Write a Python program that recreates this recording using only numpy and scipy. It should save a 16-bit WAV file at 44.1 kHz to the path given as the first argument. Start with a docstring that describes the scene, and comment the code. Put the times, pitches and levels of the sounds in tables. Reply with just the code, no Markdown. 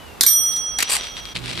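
"""A small steel desk bell, outdoors: a fingerboard slaps its plunger, and once the board lifts, the dome
rings in beating pairs. The board clacks down on a rock, scrapes, and rolls on over the grit.
A far bird whistles one falling note at the start, over a bed of open air.
The scene then cuts to another roll over the rock: the ring is gone and a distant engine hums."""
import sys
import numpy as np
from scipy import signal
from scipy.fft import rfft, irfft
from scipy.io import wavfile
from scipy.ndimage import uniform_filter1d

SR = 44100
rng = np.random.default_rng(int(sys.argv[2]) if len(sys.argv) > 2 else 0)


def materialize(psi):
    """Save the field psi as 16-bit PCM at rate SR to the path in sys.argv[1].

    A 1-D psi becomes a single channel; in a 2-D psi each row is a channel.
    """
    bounded = np.clip(np.atleast_2d(psi).T, -1, 1)
    quanta = np.round(bounded * 32767).astype(np.int16)
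    wavfile.write(sys.argv[1], SR, quanta)


N = 70560
T = np.arange(N) / SR
LIFT_S = .2632  # the board lifts and the dome is free to ring


def undb(db):
    """Decibels to gain."""
    return 10 ** (np.asarray(db) / 20)


def unit(x):
    """Scale to rms 1."""
    return x / np.sqrt(np.mean(x ** 2))


def curve(rows, column=1):
    """One column of a table, joined by straight lines in time."""
    rows = np.array(rows)
    return np.interp(T, rows[:, 0], rows[:, column])


def pan(db):
    """Left and right gains for a level difference; negative leans right."""
    return undb(np.array([[db], [-db]]) / 2)


def fade(start, t60):
    """Exponential decay from a moment on."""
    return (T >= start) * np.exp(-np.minimum(np.log(1000) * np.maximum(T - start, 0) / t60, 20))


def colour(x, points, tilt_db=0, keep_power=True):
    """Minimum-phase EQ through (freq_hz, gain_db) points, tilted per octave."""
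    size = 2 * N
    octave = np.log2(np.maximum(np.arange(N + 1) * SR / size, 1))
    hz, db = np.array(points).T
    gain = undb(np.interp(octave, np.log2(hz), db) + tilt_db * np.maximum(octave, np.log2(hz[0])))
    cepstrum = irfft(np.log(unit(gain) if keep_power else gain))
    cepstrum[1:N] *= 2
    cepstrum[N + 1:] = 0
    return irfft(rfft(x, size) * np.exp(rfft(cepstrum)))[..., :N]


def stereo_noise():
    """Near-white noise, wider in the bass."""
    mid, side = rng.standard_normal((2, N))
    side = colour(side, [(970, 20 * np.log10(0.85)), (1940, 20 * np.log10(0.58))], keep_power=False)
    return unit(np.array([mid + side, mid - side]))


def drift(rate_hz):
    """Smooth random wander, rms 1."""
    hold = max(int(SR / rate_hz), 2)
    steps = np.repeat(rng.standard_normal(N // hold + 1), hold)
    return unit(uniform_filter1d(uniform_filter1d(steps, hold), hold)[:N])


def tone(hz):
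    """A sine that follows a pitch curve."""
    return np.sin(2 * np.pi * np.cumsum(hz) / SR)


def grit(per_s, spread_db, t60):
    """Dense tiny cracks of random size, rms 1."""
    clicks = (rng.random(N) < per_s / SR) * undb(spread_db * np.clip(rng.standard_normal(N), -2, 2))
    power = signal.lfilter([1], [1, -np.exp(-2 * np.log(1000) / (t60 * SR))], clicks ** 2)
    return unit(np.sqrt(power) * stereo_noise())


def resonate(x, hz, t60):
    """Ring a mode whose pitch may glide, rms 1."""
    turn = np.exp(2j * np.pi * np.cumsum(hz * np.ones(N)) / SR)
    decay = np.exp(-np.log(1000) / (t60 * SR))
    return unit((turn * signal.lfilter([1], [1, -decay], x / turn)).imag)


def air():
    """A bed of open air with a low drone, its bass leaning right."""
    # spectrum of the air: freq_hz, gain_db
    air_eq = [(15, -31), (25, -8), (59, -2), (128, -13), (181, -8.5), (286, -11), (709, -12), (1280, -14),
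              (2850, -21), (3350, -21.5), (6900, -29), (15000, -32.5)]
    pan_db = -8.5
    bed = undb(-41) * colour(stereo_noise(), air_eq)
    leaning = [colour(side, [(145, bass_db), (580, 0)], keep_power=False)
               for side, bass_db in zip(bed, (pan_db / 2, -pan_db / 2))]
    drone = undb(-55.5 + 2 * drift(15.7)) * tone(hz=54.3 * (1 + 0.053 * drift(15.1)))
    return np.array(leaning) + drone * pan(pan_db)


def bird():
    """A far bird: one faint, long, falling whistle."""
    # path of the whistle: time_s, pitch_hz, level_db
    whistle = [(0, 3000, -44.5), (.05, 2955, -48.5), (.1, 2776, -46.5), (.15, 2735, -54), (.36, 2220, -62),
               (.48, 1996, -55), (.62, 1810, -69), (.7, 1820, -85)]
    pitch_hz = curve(whistle) * (1 + 0.0039 * drift(82.3))
    return tone(pitch_hz) * undb(curve(whistle, column=2)) * (T < whistle[-1][0])


def plunger():
    """The board's blows crack and knock, loose parts jangle; both briefly ring the plunger and base."""
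    # blows on the plunger: start_s, level_db
    hits = [(0.2089, -3.5), (0.21, -3.5), (0.2132, -9), (0.22, -13), (0.2314, -14), (0.2339, -13),
            (0.2356, -4.5), (0.2646, -7.5)]
    # spells of jangling: start_s, length_s, level_db
    rattles = [(0.282, 0.032, -19), (0.328, 0.023, -34), (0.365, 0.012, -39), (0.516, 0.017, -39),
               (0.556, .018, -51.5), (0.56, 0.023, -33)]
    # short rings of the plunger and base: pitch_hz, level_db, t60_s
    base_modes = [(3500, -5, .08), (3855, -4, .1), (4220, -2, .1), (4500, -6, .04), (4950, -4, .05),
                  (7520, -3, .06), (8740, -7, .02), (11650, -7, .015), (12850, -3, .03), (14500, -7, .015)]
    # hollow knock of the board: pitch_hz, level_db, t60_s
    knock_modes = [(460, -26, 0.057), (1110, -22, 0.032), (1638, -17.5, 0.035)]
    # spectrum of the crack: freq_hz, gain_db
    crack_eq = [(100, -61), (450, -34), (1000, -17), (1800, -3), (2550, -22.5), (3500, 1.5), (4900, 2),
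                (6500, -0.5), (9000, -2.5), (11000, -7.5), (15000, -9.5)]
    strikes = sum(undb(db) * (fade(s, t60=0.0095) + undb(-18.5) * fade(s, t60=0.16)) for s, db in hits)
    blows = stereo_noise() * strikes
    jangling = sum(undb(db) * ((T >= s) * (T < s + length) + fade(s + length, t60=0.041))
                   for s, length, db in rattles)
    contact = blows + grit(per_s=900, spread_db=14, t60=0.054) * jangling
    ring = sum(undb(db) * resonate(contact, hz, t60) for hz, db, t60 in base_modes)
    knock = sum(undb(db) * resonate(blows, hz, t60) for hz, db, t60 in knock_modes)
    return colour(contact, crack_eq) + np.std(contact) * (undb(-7.5) * unit(ring) + knock)


def dome():
    """Each mode of the steel dome beats against a close twin as it dies away."""
    # modes of the dome: pitch_hz, twin_offset_hz
    pitches = [(1265.6, 2), (3269.8, -7.8), (5830.2, 9.6), (8867.4, 12), (12356.9, -18.6), (12887, -18.6)]
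    # their strength and decay: left_db, right_db, t60_s, twin_left_db, twin_right_db
    levels = [(-42, -52, 5.2, -70, -77), (-33, -29, 5.56, -46.5, -50), (-19.5, -12, 1.89, -18.5, -30),
              (-12.5, -16, 0.79, -35, -36), (-21, -4.5, 0.49, -37, -17.5), (-27, -6.5, 0.19, -42, -39)]
    attack_s = .0015
    age = np.maximum(T - LIFT_S, 0)
    ring = 0
    for (hz, offset), (left, right, t60, twin_left, twin_right) in zip(pitches, levels):
        mode = undb([[left], [right]]) * np.sin(2 * np.pi * hz * age)
        twin = undb([[twin_left], [twin_right]]) * np.sin(2 * np.pi * (hz + offset) * age)
        ring = ring + (mode + twin) * fade(LIFT_S, t60)
    return np.sqrt(2) * ring * np.minimum(age / attack_s, 1)


def spring():
    """The plunger's spring gives a short ping as it is let go."""
    return undb(-23) * tone(hz=np.full(N, 2256.)) * fade(LIFT_S, t60=0.1)


def clacks():
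    """Wheels and deck land on the rock in a clatter, each hit with its own brightness."""
    # hits on the rock: start_s, level_db, t60_s, tilt_db_per_octave
    landings = [(0.7868, -7.5, 0.0044, 3), (0.7888, -14.5, 0.058, -2), (0.8037, -14, 0.038, 0.5),
                (0.8063, -23, 0.0065, -7.5), (.8098, -30, 0.021, 1), (0.8254, -9, 0.021, 1),
                (0.8283, -10, 0.025, -3), (0.8299, -13, 0.0067, 9), (0.897, -19.5, 0.016, -6),
                (0.906, -20, .015, 10), (0.9173, -13, 0.0065, 7), (0.9202, -15, 0.0035, -2),
                (0.9334, -9, 0.0035, 9), (0.942, -26, 0.0074, 1), (0.9545, -14, 0.0096, -1),
                (0.9668, -10, 0.0099, -1.5)]
    # spectrum of the deck's knock: freq_hz, gain_db
    deck_eq = [(100, -30), (400, -11), (1000, -5), (2200, 5), (3400, -2), (4500, 7), (5300, -2), (7200, 5),
               (9000, -5), (11000, -6.5), (15000, -14)]
    noise = stereo_noise()
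    return sum(colour(noise * undb(db) * fade(s, t60), deck_eq, tilt) for s, db, t60, tilt in landings)


def wheels():
    """Small hard wheels crackle over the grain of the rock and tick on larger grit."""
    # envelope of the roll: time_s, level_db
    roll_level = [(.78, -53), (.795, -29.5), (.84, -29.5), (.885, -32.5), (.98, -30.5), (1.04, -35),
                  (1.07, -32), (1.11, -46.5), (1.16, -42.5), (1.185, -30), (1.215, -46.5), (1.27, -40.5),
                  (1.34, -46.5), (1.356, -27), (1.405, -45), (1.435, -40), (1.465, -33.5), (1.505, -30.5),
                  (1.56, -34.5), (1.6, -30.5)]
    # hits on larger grit: start_s, level_db
    ticks = [(1.010, -17.5), (1.026, -33), (1.0514, -24), (1.07, -27), (1.1685, -20), (1.18, -29),
             (1.2543, -18.5), (1.3566, -26.5), (1.3626, -20), (1.3914, -24), (1.4407, -25), (1.4592, -15),
             (1.4922, -17), (1.4975, -23), (1.515, -24), (1.576, -21), (1.577, -21), (1.594, -19)]
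    # spectrum of wheels on rock: freq_hz, gain_db
    roll_eq = [(150, -31.5), (400, -4.5), (900, -5.5), (1500, -3), (2400, -1), (3800, 2), (4700, -2),
               (6200, -9.5), (8500, -11.5), (11000, -24.5), (15000, -50)]
    rolling = grit(per_s=2200, spread_db=5.5, t60=0.007) * undb(curve(roll_level)) * (T > roll_level[0][0])
    bumps = stereo_noise() * sum(undb(db) * fade(s, t60=.004) for s, db in ticks)
    return colour(rolling, roll_eq) + colour(bumps, roll_eq, tilt_db=-0.5)


def scrape():
    """The board judders over the rough stone and rings a hollow, sinking note in the deck."""
    # envelope of the scrape: time_s, level_db
    judder = [(.885, -40), (.897, -26), (.906, -19.5), (.912, -30.5), (.919, -17), (.945, -21),
              (.958, -20.5), (.971, -29), (.977, -29), (1.0, -42)]
    # spectrum of the friction: freq_hz, gain_db
    scrape_eq = [(200, -54), (450, -22), (750, 3.5), (1700, -2.5), (2600, 0), (3800, -2), (4300, -4),
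                 (4650, 7.5), (5100, -4), (6500, -5.5), (7600, 6), (9200, 1.5), (10500, -10), (14500, -23)]
    start_s, end_s, fall_octaves_per_s = judder[0][0], judder[-1][0], 10.4
    sliding = (T > start_s) & (T < end_s)
    friction = grit(per_s=2600, spread_db=2, t60=0.0028) * undb(curve(judder)) * sliding
    body_hz = 1393 * 2 ** (-fall_octaves_per_s * np.maximum(T - start_s, 0))
    body = resonate(friction, body_hz, t60=0.032) * np.std(friction)
    return colour(friction, scrape_eq) + undb(-12) * body


def engine():
    """A distant engine to the right: wavering low tones over a rumble."""
    # tones of the hum: pitch_hz, level_db
    partials = [(61, -45), (123, -35.5), (174, -43.5), (246, -49), (341, -47.5)]
    # spectrum of the rumble: freq_hz, gain_db
    rumble_eq = [(40, -33), (100, 12.5), (180, 10.5), (400, 5), (800, -15), (3000, -35)]
    hum = sum(undb(db + 3.1 * drift(19.74)) * tone(hz * (1 + 0.01366 * drift(24.3)))
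              for hz, db in partials)
    rumble = undb(-44.5) * colour(stereo_noise(), rumble_eq)
    return (hum + rumble) * pan(db=-10)


def scene():
    """Bell, board and surroundings; at the cut the level dips and the engine replaces the ring."""
    # tone of the contacts on the left: freq_hz, gain_db
    left_eq = [(500, -5), (1300, -5), (2400, 4.5), (7000, -1), (10800, 8.5), (12000, -3.5), (15000, -11.5)]
    # tone of the contacts on the right: freq_hz, gain_db
    right_eq = [(500, 1), (1300, 2), (2400, 2), (7000, -1.5), (10800, 3.5), (12000, 12.5), (15000, 2.5)]
    cut_s, dip_s, dip_db = 1.342, 0.0074, -11.5
    left, right = plunger() + clacks() + scrape() + wheels()
    contacts = np.array([colour(left, left_eq, keep_power=False),
                         colour(right, right_eq, keep_power=False)])
    after_cut = np.clip((T - cut_s) / dip_s + 1, 0, 1)
    dip = undb(dip_db * np.exp(-((T - cut_s) / dip_s) ** 2))
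    return (contacts + spring() + air() + bird() + (1 - after_cut) * dome() + after_cut * engine()) * dip


def record(dry):
    """A compressor ducks after loud peaks, the hardest blow still clips, and the top is cut."""
    threshold_db, excess_removed, release_db_per_s, top_hz = -7.5, 0.33, 120, 15000
    peak_db = 20 * np.log10(np.abs(dry).max(axis=0) + 1e-9)
    held_db = np.maximum.accumulate(peak_db + release_db_per_s * T) - release_db_per_s * T
    over_db = signal.lfilter(*signal.butter(1, 80, fs=SR), np.maximum(held_db - threshold_db, 0))
    clipped = np.clip(dry * undb(-excess_removed * over_db), -1, 1)
    return signal.sosfilt(signal.ellip(10, .2, 70, top_hz, fs=SR, output="sos"), clipped)


dry = scene()
out = record(dry)
materialize(out)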